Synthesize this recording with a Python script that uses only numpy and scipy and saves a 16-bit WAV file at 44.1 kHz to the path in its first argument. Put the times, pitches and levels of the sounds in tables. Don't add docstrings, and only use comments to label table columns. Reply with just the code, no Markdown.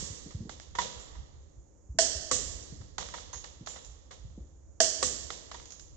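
import sys
import numpy as np
from scipy import signal
from scipy.fft import rfft, irfft
from scipy.io import wavfile

SR = 44100
rng = np.random.default_rng(int(sys.argv[2]) if len(sys.argv) > 2 else 0)


def generate_wav(signal):
    frames = np.transpose(np.atleast_2d(signal))
    scaled = np.clip(frames, -1, 1) * 32767
    pcm = np.round(scaled).astype(np.int16)
    wavfile.write(sys.argv[1], SR, pcm)


N = 262836
TIME = np.arange(N) / SR
RING_TIME = TIME[:49152]
CRACK_SIZE = 8192
SIDES = np.array([[1], [-1]])

# (frequency [Hz], level [dB])
AIR_SPECTRUM = [(110, -34.5), (180, -8), (243, -12.5), (301, -5), (448, -13), (538, -8), (615, -15),
                (4140, -45.5), (6930, -15), (9500, -63.5), (12400, -79.5), (20900, -120)]
# (frequency [Hz], left over right [dB])
AIR_BALANCE = [(200, 6.5), (500, 2.5), (1500, -6), (6500, -14.5)]
# (frequency [Hz], level [dB])
RUMBLE_SPECTRUM = [(15, -14), (30, -9.5), (48, 1.5), (68, 4), (100, -8), (150, -13.5), (250, -34.5),
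                   (600, -73.5)]
# (time [s], level [dB])
RUMBLE_COURSE = [(0.0, -51.5), (0.68, -54.5), (1.01, -52.5), (1.79, -61.5), (2.14, -54), (2.57, -54.5),
                 (4.05, -60), (4.25, -53.5), (4.5, -59), (5.96, -58.5)]
# (frequency [Hz], level [dB], t60 [s], left over right [dB], left-right likeness [-1 to 1])
HALL_BANDS = [(120, 16, 1.2, -4.5, -0.52), (285, 0.5, 3.1, 1.5, -0.58), (500, 3, 1.23, 9.5, -0.04),
              (670, -3.5, 1.53, -0.5, -0.47), (1100, -8, 1.5, -7.5, -0.37),
              (2160, -5.5, 1.415, -4.5, -0.31), (2920, 2.5, 1.185, -5.5, -0.2),
              (4790, 0.5, 1.29, -14, -0.48), (6540, 6.5, 1.03, -25, -0.33), (7410, 4.5, .85, -10, 0)]
# (time [s], level [dB], starting pitch [Hz])
THUD_EVENTS = [(.024, -36.5, 323), (0.099, -34.5, 196), (.259, -38, 347), (0.344, -29.5, 188),
               (.403, -31, 245), (0.452, -34.5, 340), (1.157, -38.5, 88), (1.567, -43.5, 143),
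               (1.891, -33.5, 108.6), (1.946, -37.5, 265), (2.149, -33, 111), (2.604, -40.5, 162),
               (2.722, -36.5, 274), (2.8, -36.5, 185), (3.608, -39, 274), (4.246, -36, 164),
               (4.376, -36, 373), (4.399, -37, 96.4)]
# (start [s], end [s], level [dB])
WIGGLE_SPANS = [(3.017, 3.072, -44), (3.151, 3.199, -46), (3.339, 3.384, -52), (3.685, 3.781, -50.5),
                (5.55, 5.599, -49)]
# (time [s], level [dB], crack t60 [s], share passed to wheel [0-1])
KNOCK_EVENTS = [(.305, -49, .07, .1), (.493, -37, 0.03, 0.07), (.599, -38, 0.0091, 0),
                (0.7503, -37.5, 0.05, 0.5), (.785, -25.5, 0.046, 0.97), (.817, -29.5, .028, 0),
                (1.15, -55, 0.1, 1), (2.81, -53.5, 0.065, .1), (2.9807, -29.5, 0.041, 0),
                (3.008, -40, 0.034, 0.15), (3.0871, -38.5, .011, 0), (3.137, -36.5, 0.058, 0.4),
                (3.329, -47, 0.13, 1), (3.44, -40.5, 0.047, 0.2), (3.67, -36, 0.045, 0.14),
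                (3.756, -47, 0.11, 0), (4.107, -44.5, 0.084, 0), (4.474, -71, 0.027, 0.3),
                (5.303, -31.5, 0.025, 0), (5.513, -40, 0.046, 0.1), (5.543, -40.5, 0.037, 0.35)]
# (time [s], level [dB], ring level [dB], how far it is seated [0-1])
CLINK_EVENTS = [(.996, -52.5, 8, 0.83), (3.329, -43.5, 8.5, 0), (3.371, -48.5, 8, 0.3),
                (3.661, -41, -6, 0.6), (3.683, -48.5, 11, 0.86), (3.846, -48.5, -3, 0.9),
                (5.655, -48.5, -7, 0.55), (5.704, -47, -4, .5), (5.72, -45, -3, 0.46),
                (5.795, -47, -2.5, 0.8)]
# (time [s], level [dB])
BREAK_EVENTS = [(1.9861, -15.5), (4.8023, -15.5)]
# (time [s], level [dB]); a negative time leaves only the later part audible
RESET_EVENTS = [(-.14, -19.5), (2.3122, -20.5), (5.0267, -22)]
# (frequency [Hz], level [dB])
KNOCK_SPECTRUM = [(150, -15.5), (350, -8), (500, -2.5), (780, -0.5), (1000, 0.5), (1200, 1), (1500, -7.5),
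                  (1930, -2), (2450, -15.5), (3500, -7), (5200, -12), (7200, -11), (8200, -25),
                  (9400, -66.5)]
CLINK_SPECTRUM = [(150, -13), (1000, -9), (2500, -11.5), (3500, -8.5), (5400, -3), (6700, 3.5),
                  (7400, -7.5), (8400, -30), (9400, -28), (12000, -35.5), (13000, -39)]
BREAK_SPECTRUM = [(150, -31.5), (280, -10.5), (400, -7), (900, -8.5), (1400, -8), (1800, 0), (2450, -17.5),
                  (3200, -4), (3700, -12), (4500, 0), (5700, 0.5), (7300, -1.5), (8300, -6.5), (9400, -43)]
RESET_SPECTRUM = [(150, -9.5), (250, -6), (360, -1.5), (500, 1), (850, -4), (1170, 1), (1450, -7.5),
                  (1900, -0.5), (2450, -13), (3200, -7), (5000, -4.5), (7400, -0.5), (8300, -9),
                  (9400, -45.5)]
# (frequency [Hz], left over right [dB])
DIRECT_BALANCE = [(250, -20), (470, 20), (700, -8.5), (1200, -5.5), (2000, -14), (3200, -0.5), (4400, -10),
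                  (6000, -13.5), (8000, 0.5)]
# (frequency [Hz], level [dB], t60 [s])
WHEEL_MODES = [(958, 2, .075), (968, -22, .55), (1030, -2, .04), (1095, -6, .08), (1830, -12, .09),
               (1950, -8, .07), (3500, -20, .3)]
# (frequency [Hz], level [dB], t60 [s])
STEEL_MODES = [(3430, -35, .6), (4355, -32, .45), (5090, -25, .4), (5475, -22, .5), (5900, -24, .45),
               (6255, -25, .6), (6335, -25, .6), (6683, -25, .7), (6987, -23, .7), (7215, -21, .6),
               (7335, -17, .9)]
# (frequency [Hz], level [dB], t60 [s])
LOOSE_MODES = [(6395, -2, .15), (6550, -7, .35), (6600, -6, .4), (6683, 0, .45), (6747, -7, .35)]
SEATED_MODES = [(6988, -8, .5), (7135, 0, .45), (7220, -1, .5), (7335, -6, .6)]
# (frequency [Hz], level [dB], t60 [s], left over right [dB])
TUBE_MODES = [(500, -13, .11, 14), (652, 0, .115, -1), (672, -1, .105, -1), (705, -11, .05, -1),
              (1600, -9, .025, -9), (1850, -9, .03, -9)]
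SNAP_MODES = [(267, -4, 0.078, -5), (508, -0.5, 0.074, 4.5), (1142, 10.5, 0.03, -6), (1260, -1, 0.038, -5)]

AIR_DB = -65
RUMBLE_WAVER_DB, RUMBLE_WAVER_HZ = 3, 8
THUD_CYCLES = 3.12
KNOCK_TILT_DB, KNOCK_T60_S, KNOCK_HALL_DB = 0.6, 0.041, -2
CLINK_TILT_DB, CLINK_T60_S, CLINK_HALL_DB = 0.5, 0.042, -4.5
BREAK_TILT_DB, BREAK_T60_S, BREAK_HALL_DB = -0.5, 0.034, -1.5
RESET_TILT_DB, RESET_T60_S, RESET_HALL_DB = 1.1, 0.04, -1
KNOCK_RISE_S = 0.0017
BRIGHTER_DB = 0.5
WHEEL_DB = 5.5
CUTOFF_HZ = 12400


def from_db(db):
    return 10 ** (np.asarray(db) / 20)


def rms_one(x):
    return x / np.sqrt(np.mean(x ** 2) + 1e-20)


def at_hz(points, hz):
    points = np.array(points)
    return np.interp(np.log(hz), np.log(points[:, 0]), points[:, 1])


def bins(size):
    return np.maximum(np.fft.rfftfreq(size, 1 / SR), 1)


def pan(db):
    gains = from_db(SIDES * db / 2)
    return gains / np.sqrt(np.mean(gains ** 2, axis=0))


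def shaped(x, gain):
    return irfft(rfft(x) * gain, x.shape[-1])


def dying(t60, size=None):
    return np.exp(-np.log(1000) * RING_TIME[:size] / max(t60, 1e-3))


def stereo_noise(likeness, size):
    mid, side = rng.standard_normal((2, size))
    likeness = np.clip(likeness, -1, 1)
    shared = np.sqrt((1 + likeness) / 2) * mid
    return shared + np.sqrt((1 - likeness) / 2) * side * SIDES


def add(out, start_s, sound):
    at = round(start_s * SR)
    sound = sound * np.minimum(np.linspace(10, 0, sound.shape[-1]), 1)
    first, last = max(at, 0), min(at + sound.shape[-1], N)
    out[:, first:last] += sound[..., first - at:last - at]


def background(rumble_gain_db=4.5, rumble_balance_db=-4.0):
    hz = bins(N)
    air_gain = from_db(at_hz(AIR_SPECTRUM, hz)) * pan(at_hz(AIR_BALANCE, hz))
    air = rms_one(shaped(stereo_noise(0.3, N), air_gain))
    rumble_gain = from_db(at_hz(RUMBLE_SPECTRUM, hz)) * pan(rumble_balance_db)
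    rumble = rms_one(shaped(stereo_noise(0.46, N), rumble_gain))
    waver = rms_one(shaped(rng.standard_normal(N), np.exp(-(hz / RUMBLE_WAVER_HZ) ** 2)))
    course_db = np.interp(TIME, *np.transpose(RUMBLE_COURSE))
    level_db = course_db + rumble_gain_db + RUMBLE_WAVER_DB * waver
    return from_db(AIR_DB) * air + from_db(level_db) * rumble


def workshop(early_db=11.0, early_t60=0.26, build_s=0.015):
    hz, out = bins(len(RING_TIME)), 0
    centres = np.log([row[0] for row in HALL_BANDS])
    for share, (_, db, t60, balance_db, likeness) in zip(np.eye(len(HALL_BANDS)), HALL_BANDS):
        band = np.sqrt(np.interp(np.log(hz), centres, share))
        decay = np.hypot(dying(t60), from_db(early_db) * dying(early_t60))
        noise = shaped(stereo_noise(likeness, len(RING_TIME)), band)
        out = out + from_db(db) * pan(balance_db) * decay * noise
    return out * (1 - np.exp(-RING_TIME / build_s))


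def thuds(rest_hz=62, fall_s=0.0093, balance_db=-1, rustle_db=-13, rustle_t60=0.29):
    out, freq = np.zeros((2, N)), bins(len(RING_TIME))
    for start_s, db, hz in THUD_EVENTS:
        pitch = rest_hz + (hz - rest_hz) * np.exp(-RING_TIME / fall_s)
        tone = np.sin(2 * np.pi * np.cumsum(pitch) / SR)
        age = RING_TIME * hz / THUD_CYCLES
        swell = 2 * age * np.exp(-age ** 2)
        dull = freq / (1 + (freq / hz) ** 5)
        rustle = rms_one(shaped(stereo_noise(1.0, len(RING_TIME)), dull))
        rustle = from_db(rustle_db) * rustle * np.tanh(2 * age) * dying(rustle_t60)
        add(out, start_s, from_db(db) * pan(balance_db) * (swell * tone + rustle))
    return out


def voicing(colour, tilt_db, size):
    hz = bins(size)
    ends = (hz > colour[0][0] / 2) / np.hypot(1, (hz / colour[-1][0]) ** 20)
    return rms_one(from_db(at_hz(colour, hz) + tilt_db * np.log2(hz / 1000)) * ends)


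def contact(colour, tilt_db, t60, hall_db, hall, rise_s=0.0011, crack_db=5, send_db=-13, chatter_db=-0.5):
    hz = bins(CRACK_SIZE)
    gain = voicing(colour, tilt_db, CRACK_SIZE) * pan(at_hz(DIRECT_BALANCE, hz))
    crack = shaped(stereo_noise(0, CRACK_SIZE), gain)
    slow = rms_one(shaped(rng.standard_normal(CRACK_SIZE), hz < 350))
    chatter = rms_one(from_db(chatter_db * slow))
    attack = 1 - np.exp(-(RING_TIME[:CRACK_SIZE] / rise_s) ** 2)
    out = from_db(send_db + hall_db) * shaped(hall, voicing(colour, tilt_db, len(RING_TIME)))
    out[:, :CRACK_SIZE] += from_db(crack_db) * crack * chatter * attack * dying(t60, CRACK_SIZE)
    return out


def ringing(modes, balance_db, rise_s=0.003):
    out = 0
    for hz, db, t60 in modes:
        phase = rng.uniform(0, 2 * np.pi, (2, 1))
        out = out + from_db(db) * dying(t60) * np.sin(2 * np.pi * hz * RING_TIME + phase)
    return out * pan(balance_db) * (1 - np.exp(-RING_TIME / rise_s))


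def hollow(modes, echo_db, hall, rise_s=0.0081, feed_t60=0.083, wall_s=0.028):
    note = 0
    for hz, db, t60, balance_db in modes:
        partial = dying(t60) * np.sin(2 * np.pi * hz * RING_TIME)
        note = note + from_db(db) * pan(balance_db) * partial
    note = note * (1 - np.exp(-RING_TIME / rise_s))
    echo = signal.fftconvolve(note * dying(feed_t60), hall.mean(axis=0)[None], axes=1)
    echo = np.pad(echo, ((0, 0), (round(abs(wall_s) * SR), 0)))[:, :len(RING_TIME)]
    return note + from_db(echo_db) * rms_one(echo)


def rattle(hall, spread_db=3, tick_t60=0.013, tilt_db=2.0, hall_db=-8, count=3):
    out = np.zeros((2, N))
    for start, end, db in WIGGLE_SPANS:
        for when, strength in rng.uniform(0, 1, (count, 2)):
            tick = contact(KNOCK_SPECTRUM, tilt_db, tick_t60, hall_db, hall)
            tick_db = db + spread_db * (2 * strength + 1)
            add(out, start + when * (end - start), from_db(tick_db) * tick)
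    return out


def knock(t60, hall):
    length = max(t60, 1e-3) / KNOCK_T60_S
    tilt_db = KNOCK_TILT_DB - BRIGHTER_DB * np.log2(length)
    hall_db = KNOCK_HALL_DB + 10 * np.log10(length)
    return contact(KNOCK_SPECTRUM, tilt_db, t60, hall_db, hall, rise_s=KNOCK_RISE_S * length)


def socket(hall, knock_ring_db=-10, ring_balance_db=-12, wheel_balance_db=-5, clink_ring_db=-5):
    out = np.zeros((2, N))
    steel = from_db(knock_ring_db) * ringing(STEEL_MODES, ring_balance_db)
    wheel = from_db(WHEEL_DB) * ringing(WHEEL_MODES, wheel_balance_db)
    loose, seated = ringing(LOOSE_MODES, ring_balance_db), ringing(SEATED_MODES, ring_balance_db)
    for start_s, db, t60, share in KNOCK_EVENTS:
        sound = knock(t60, hall) + steel + np.clip(share, 0, 1) * wheel
        add(out, start_s, from_db(db) * sound)
    for start_s, db, ring_db, seating in CLINK_EVENTS:
        seating = np.clip(seating, 0, 1)
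        ring = from_db(clink_ring_db + ring_db) * ((1 - seating) * loose + seating * seated)
        clink = contact(CLINK_SPECTRUM, CLINK_TILT_DB, CLINK_T60_S, CLINK_HALL_DB, hall)
        add(out, start_s, from_db(db) * (clink + ring))
    return out


def wrench(hoot_db=1, snap_db=-3, break_ring_db=-3, reset_ring_db=2, ring_balance_db=-12):
    out = np.zeros((2, N))
    for start_s, db in BREAK_EVENTS:
        hall = workshop()
        ring = from_db(break_ring_db) * ringing(STEEL_MODES, ring_balance_db)
        crack = contact(BREAK_SPECTRUM, BREAK_TILT_DB, BREAK_T60_S, BREAK_HALL_DB, hall, rise_s=0.0013)
        add(out, start_s, from_db(db) * (crack + ring))
        hoot = hollow(TUBE_MODES, echo_db=-39.5, hall=hall)
        add(out, start_s + 0.00095, from_db(db + hoot_db) * hoot)
    hall = workshop()
    for start_s, db in RESET_EVENTS:
        ring = from_db(reset_ring_db) * ringing(STEEL_MODES, ring_balance_db)
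        snap = from_db(snap_db) * hollow(SNAP_MODES, echo_db=-38.5, hall=hall)
        crack = contact(RESET_SPECTRUM, RESET_TILT_DB, RESET_T60_S, RESET_HALL_DB, hall)
        add(out, start_s, from_db(db) * (crack + ring + snap))
    return out


def scene():
    hall = workshop()
    return background() + thuds() + rattle(hall) + socket(hall) + wrench()


def record(dry):
    rounded = dry / (1 + (dry / 0.66) ** 8) ** (1 / 8)
    low_pass = signal.ellip(10, 0.1, 80, CUTOFF_HZ, fs=SR, output="sos")
    return signal.sosfilt(low_pass, rounded)


dry = scene()
out = record(dry)
generate_wav(out)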